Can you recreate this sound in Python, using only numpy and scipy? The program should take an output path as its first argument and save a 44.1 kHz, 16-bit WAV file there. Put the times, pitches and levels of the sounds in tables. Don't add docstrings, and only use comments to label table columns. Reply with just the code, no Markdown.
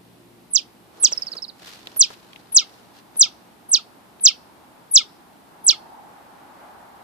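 import sys
import numpy as np
from scipy import signal
from scipy.fft import rfft, irfft, next_fast_len
from scipy.io import wavfile
from scipy.ndimage import uniform_filter1d, minimum_filter1d

SR = 44100
rng = np.random.default_rng(int(sys.argv[2]) if len(sys.argv) > 2 else 0)


def output_pcm(signal):
    pcm = np.clip(np.atleast_2d(signal).T, -1, 1) * 32767
    wavfile.write(sys.argv[1], SR, np.round(pcm).astype(np.int16))


N = 310353
TIME = np.arange(N) / SR


def from_db(db):
    return 10 ** (np.asarray(db) / 20)


def curve(rows, t, axis=1):
    rows = np.array(rows)
    return np.interp(t, rows[:, 0], rows[:, axis])


def at_hz(points, hz):
    points = np.array(points)
    return np.interp(np.log(hz + 1), np.log(points[:, 0]), points[:, 1])


# f/Hz, left-right correlation
LIKENESS = [(40, 0.36), (130, 0.54), (500, .42), (1200, 0.0091), (4000, 0.082), (15000, 0.36)]


def noise(spectrum, size=N):
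    padded = next_fast_len(size, True)
    hz = np.fft.rfftfreq(padded, 1 / SR)
    mid, side = rfft(rng.standard_normal((2, padded)))
    alike = np.clip(at_hz(LIKENESS, hz), -1, 1)
    both = np.sqrt(1 + alike) * mid + np.sqrt(1 - alike) * side * [[1], [-1]]
    out = irfft(both * from_db(at_hz(spectrum, hz)), padded)[:, :size]
    return out / out.std()


def drift(rate):
    return np.interp(TIME * rate, np.arange(4096), rng.standard_normal(4096))


def add(out, start, sound):
    i = int(start * SR)
    out[..., i:i + sound.shape[-1]] += sound[..., :N - i]


def turn(hz):
    return 2 * np.pi * np.cumsum(hz) / SR


def gate(t, first, last, edge=.002):
    return np.clip(np.minimum(t - first, last - t) / edge, 0, 1)


def swell(t, middle, length):
    return .5 ** ((2 * (t - middle) / length) ** 2)


# t/s of the centre, where the whistle falls through about 5 kHz; level/dB before voice and pipe;
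# opening arch pitch ratio; duration ratio; t/s from centre to end, before the duration ratio;
# extra level/dB of the low end; closing note level/dB; way along the pipe/m; left gain/dB before its colour
CHIPS = [(.5639, -5.5, 0.96, 1.085, 0.043, -3.5, -64, 3.07, -9.5),
         (1.0545, -1.5, .975, 1.03, 0.037, -7, -63, 3.24, -5.5),
         (2.0185, -1, 1.06, 1.02, .042, -3, -56.5, 3.0, -1.5),
         (2.575, -2, 0.97, 1.04, 0.065, -2.5, -37.5, 3.02, -1),
         (3.2203, .5, 0.98, 1.016, 0.052, -3.5, -39.5, 3.01, -2),
         (3.7442, -4.5, .98, 1.05, 0.042, 0, -39, 3.01, -3.5),
         (4.2633, -0.5, 0.98, 1.037, 0.055, 0.5, -42.5, 3.05, -3),
         (4.965, 0, 1.01, 1.023, 0.06, -1.8, -36.5, 3.09, 0.5),
         (5.691, 0.5, 1, 0.96, 0.057, -0.5, -35, 3.1, -4.5)]
# t/s from the centre, f/Hz
CHIP_PITCH = [(-.058, 10350), (-.046, 11030), (-.033, 10600), (-.025, 8700), (-.011, 7250), (0, 5020),
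              (.014, 3280), (.023, 2620), (.046, 2130)]
# f/Hz, level/dB
VOICE = [(2100, -37.5), (2600, -25.5), (3200, -12), (4100, -2), (5100, 0.5), (6200, -2.5), (7400, -8.5),
         (8500, -7), (9500, -24.5), (11000, -23)]
CHIP_LEAD_S, CHIP_EDGE_S = .055, .008
ARCH_S, LOW_END_S = .04, 0.0017
OCTAVE_DB, OCTAVE_AT_S, OCTAVE_FADE_DB_PER_S = -9.5, .0215, 1550.5
CLOSE_AT_S, CLOSE_S, CLOSE_HZ, CLOSE_SAG_HZ_PER_S = .046, 0.015, 1308, 9800


def chips(waver=0.0075, flutter_db=2.5, rasp_db=-35):
    out, t = np.zeros((2, N)), np.arange(-SR // 14, SR // 14) / SR
    wobble, flutter = drift(400), drift(300)
    for k, (s, db, arch, stretch, end, low_db, close_db, way_m, left_db) in enumerate(CHIPS):
        own = slice(k * len(t), (k + 1) * len(t))
        u = t / stretch
        hz = uniform_filter1d(curve(CHIP_PITCH, u), size=150) * (1 + waver * wobble[own])
        hz *= 1 + (arch - 1) * np.clip(-u / ARCH_S, 0, 1)
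        phase = turn(hz)
        octave_db = OCTAVE_DB - OCTAVE_FADE_DB_PER_S * np.abs(u - OCTAVE_AT_S)
        fundamental = from_db(at_hz(VOICE, hz)) * np.sin(phase)
        octave = from_db(at_hz(VOICE, 2 * hz) + octave_db) * np.sin(2 * phase)
        effort = db + low_db * np.clip(u / LOW_END_S, 0, 1) + flutter_db * flutter[own]
        whistle = (fundamental + octave) * from_db(effort) * gate(u, -CHIP_LEAD_S, end, CHIP_EDGE_S)
        turbulence = signal.lfilter([.7], [1, -.7], rng.standard_normal(len(t)))
        whistle *= 1 + from_db(rasp_db) * turbulence
        close_hz = CLOSE_HZ - CLOSE_SAG_HZ_PER_S * (u - CLOSE_AT_S)
        close_level = from_db(close_db) * swell(u, CLOSE_AT_S, CLOSE_S) * gate(t, t[0], t[-1])
        close = close_level * np.sin(turn(close_hz))
        add(out, s + t[0], pipe(whistle + close, way_m, left_db))
    return out


# t/s, length/s, start f/Hz, end f/Hz, starting level/dB before the pipe
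TRILL = [(1.112, .013, 7200, 6960, -33), (1.123, 0.015, 6200, 4710, -14), (1.173, 0.014, 5570, 4840, -17.5),
         (1.219, 0.017, 5450, 4610, -20), (1.266, .024, 5370, 4016, -25.5),
         (1.316, .024, 5280, 3716, -25.5), (1.366, .025, 5270, 3670, -27), (1.42, .034, 5350, 3610, -26),
         (1.479, 0.025, 5160, 3600, -31.5)]
TRILL_STRAIGHT_S = .015
TRILL_EDGE_S, TRILL_FADE_DB = 0.003, 2.5
TRILL_WAY_M, TRILL_LEFT_DB = 3.2, -7


def trill():
    out = np.zeros((2, N))
    for s, length, start_hz, end_hz, db in TRILL:
        t = np.arange(int(length * SR)) / SR
        hz = start_hz + (end_hz - start_hz) * (t / length) ** (length / TRILL_STRAIGHT_S)
        level = from_db(db - TRILL_FADE_DB * t / length) * gate(t, 0, length, TRILL_EDGE_S)
        add(out, s, pipe(level * np.sin(turn(hz)), TRILL_WAY_M, TRILL_LEFT_DB))
    return out


# lowest f/Hz that carries them, signed gain at the left microphone, at the right
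PIPE_MODES = [(2631, 0.61, -0.64), (4320, -0.19, 0.13), (5740, .1, .08)]
# f/Hz, level/dB
LEFT_COLOUR = [(3000, -4), (4300, -5), (5500, 1), (6800, 1.5), (9000, -2.5), (11000, -2.5)]
SOUND_M_PER_S = 343
ZIGZAG_LOSS_DB_PER_S, LEFT_EXTRA_M = 150, 0.13
LEFT_LAG_S = 4.3e-5


def pipe(call, way_m, left_db):
    size = 16384
    hz = np.fft.rfftfreq(size, 1 / SR)
    travel = np.array([[way_m + LEFT_EXTRA_M], [way_m]]) / SOUND_M_PER_S
    response = 1
    for lowest_hz, left, right in PIPE_MODES:
        along = np.sqrt(np.maximum(hz ** 2 - lowest_hz ** 2, 1))
        lag = travel * np.maximum(hz / along - 1, 0)
        carried = np.array([[left], [right]]) * (hz > lowest_hz)
        strength = carried * from_db(-ZIGZAG_LOSS_DB_PER_S * lag)
        response = response + strength * np.exp(2j * np.pi * travel * (hz - along))
    left_delay = np.exp(-2j * np.pi * hz * LEFT_LAG_S)
    response[0] *= from_db(left_db + at_hz(LEFT_COLOUR, hz)) * left_delay
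    return irfft(rfft(call, size) * response, size)


def tail(x, colour, t60, onset, ragged_db=3):
    t = np.arange(SR) / SR
    response = noise(colour, size=SR) * from_db(-60 * t / t60) * (1 - np.exp(-(t / onset) ** 2))
    response *= from_db(ragged_db * drift(500)[:SR])
    response /= np.sqrt(np.sum(response ** 2) / 2)
    return signal.fftconvolve(x[None], response, axes=1)[:, :N]


# f/Hz, relative level/dB
SCATTER = [(1200, -9.5), (2200, -3.5), (3000, 4), (4200, 1), (6000, -7), (8500, -4.5), (11000, -25.5)]
# f/Hz, relative level/dB
WOODS = [(1200, -4.5), (3000, -2), (4800, 1), (6500, -8), (8500, -10.5), (11000, -18)]


def chipmunk(scatter_db=-21, woods_db=-39):
    voice = chips() + trill()
    source = voice.mean(axis=0)
    scatter = from_db(scatter_db) * tail(source, SCATTER, t60=.12, onset=0.019)
    woods = from_db(woods_db) * tail(source, WOODS, t60=.42, onset=0.011)
    return voice + scatter + woods


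# t/s, pad knock level/dB, claw tick level/dB, both before tap_db
PAW_TAPS = [(.942, -47, -53), (1.035, -32, -21.5), (1.121, -28.5, -26.5), (1.352, -31.5, -58),
            (1.62, -37, -44), (1.682, -57, -31), (1.871, -34, -17.5), (1.926, -40, -48),
            (1.961, -30.5, -45), (2.103, -28.5, -43), (2.14, -50.5, -33), (2.332, -59, -31),
            (2.36, -55, -27), (2.523, -68, -33.5), (2.563, -32, -42.5), (3.157, -36.5, -40),
            (4.197, -53.5, -38)]
# f/Hz, relative level/dB
KNOCK = [(150, -21), (450, 0.5), (900, -5), (1500, -7), (2500, -20.5), (6000, -18), (14000, -36)]
# f/Hz, relative level/dB
CLAW = [(500, -22.5), (1800, -11), (2600, 1), (3600, 1.5), (5000, -13), (8000, -26.5), (14000, -26)]


def paw_taps(knock_t60=0.047, claw_t60=0.015, tap_db=-4):
    out, t = np.zeros((2, N)), np.arange(SR // 10) / SR
    for s, knock_db, claw_db in PAW_TAPS:
        knock = noise(KNOCK, size=len(t)) * from_db(knock_db - 60 * t / knock_t60)
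        claw = noise(CLAW, size=len(t)) * from_db(claw_db - 60 * t / claw_t60)
        add(out, s, from_db(tap_db) * (knock + claw) * gate(t, 0, t[-1], edge=0.00065))
    return out


# middle t/s, length/s, fur hiss level/dB, dull rub level/dB
STROKES = [(0.993, .1, -65, -51), (1.16, .2, -49.5, -55), (1.34, .12, -57, -51), (1.698, .16, -45.5, -64),
           (1.9, .2, -53.5, -61), (2.123, .06, -49, -62), (2.264, .3, -58, -65), (2.695, .35, -58, -58),
           (2.978, 0.045, -53, -77), (3.3, .4, -65.5, -67)]
# f/Hz, relative level/dB
FUR = [(400, -10.5), (800, -5.5), (1420, -1.5), (2240, -3), (4290, 0.5), (8000, -13), (14500, -18.5)]


def paw_strokes(grain_db=4, judder_db=2.5):
    fur = sum(from_db(db) * swell(TIME, s, length) for s, length, db, _ in STROKES)
    rub = sum(from_db(db) * swell(TIME, s, length) for s, length, _, db in STROKES)
    hiss = fur * from_db(grain_db * drift(250)) * noise(FUR)
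    return hiss + rub * from_db(judder_db * drift(60)) * noise(KNOCK)


# f/Hz, relative level/dB
AIR = [(20, -40.5), (40, -29), (65, -12.5), (106, -15.5), (200, -6), (330, -6.5), (513, -14), (859, -13.5),
       (1100, -18), (1550, -21.5), (4140, -25), (6500, -32), (10000, -29.5), (14500, -32)]
# t/s, level/dB
ROAD = [(0, -78), (1, -57.5), (2.5, -56), (5.48, -53.5), (5.75, -47.5), (6.2, -50), (6.7, -48),
        (7.04, -47.5)]
# f/Hz, relative level/dB
TYRES = [(200, -25.5), (450, -13), (650, -5), (820, 0), (1050, -5), (1500, -10), (2500, -23), (5000, -37)]
# f/Hz, level/dB before HUM_LEVEL
HUM = [(118.4, -58.5), (177.6, -59.5), (232, -59.5), (290.7, -62), (349.9, -59)]
# t/s, level/dB
HUM_LEVEL = [(0, 0.5), (1.3, -11), (2, -7), (7.04, -16)]


def distance(air_db=-52.5, hum_waver=0.0027, hum_flutter_db=2.0):
    air = from_db(air_db) * noise(AIR)
    road = from_db(curve(ROAD, TIME) + 1.3 * drift(11)) * noise(TYRES)
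    speed = 1 + hum_waver * drift(3.4)
    hum = 0
    for hz, db in HUM:
        hum = hum + from_db(db + hum_flutter_db * drift(6.6)) * np.sin(turn(hz * speed))
    return air + road + hum * from_db(curve(HUM_LEVEL, TIME))


# middle t/s, length/s, level/dB
HOLLOW_SWELLS = [(5.921, 0.56, -50.5), (6.899, 0.77, -54.5)]
# f/Hz, relative level/dB
HOLLOW_COLOUR = [(400, -36), (660, -12.5), (800, 0), (900, -1), (1100, -18), (3000, -53.5)]


def hollow_note(flutter_db=5.5):
    level = sum(from_db(db) * swell(TIME, s, length) for s, length, db in HOLLOW_SWELLS)
    return level * from_db(flutter_db * drift(17)) * noise(HOLLOW_COLOUR)


def scene():
    return chipmunk() + paw_taps() + paw_strokes() + distance() + hollow_note()


def limiter(x):
    ceiling, hold = 1.18, 131
    gain = np.minimum(1, ceiling / (np.abs(x) + 1e-9))
    return x * uniform_filter1d(minimum_filter1d(gain, hold, axis=1), hold, axis=1)


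def record(dry):
    clipped = np.clip(limiter(dry), -1, 1)
    top_cut = signal.ellip(10, .05, 60, 14800, fs=SR, output="sos")
    return signal.sosfiltfilt(top_cut, clipped)


dry = scene()
out = record(dry)
output_pcm(out)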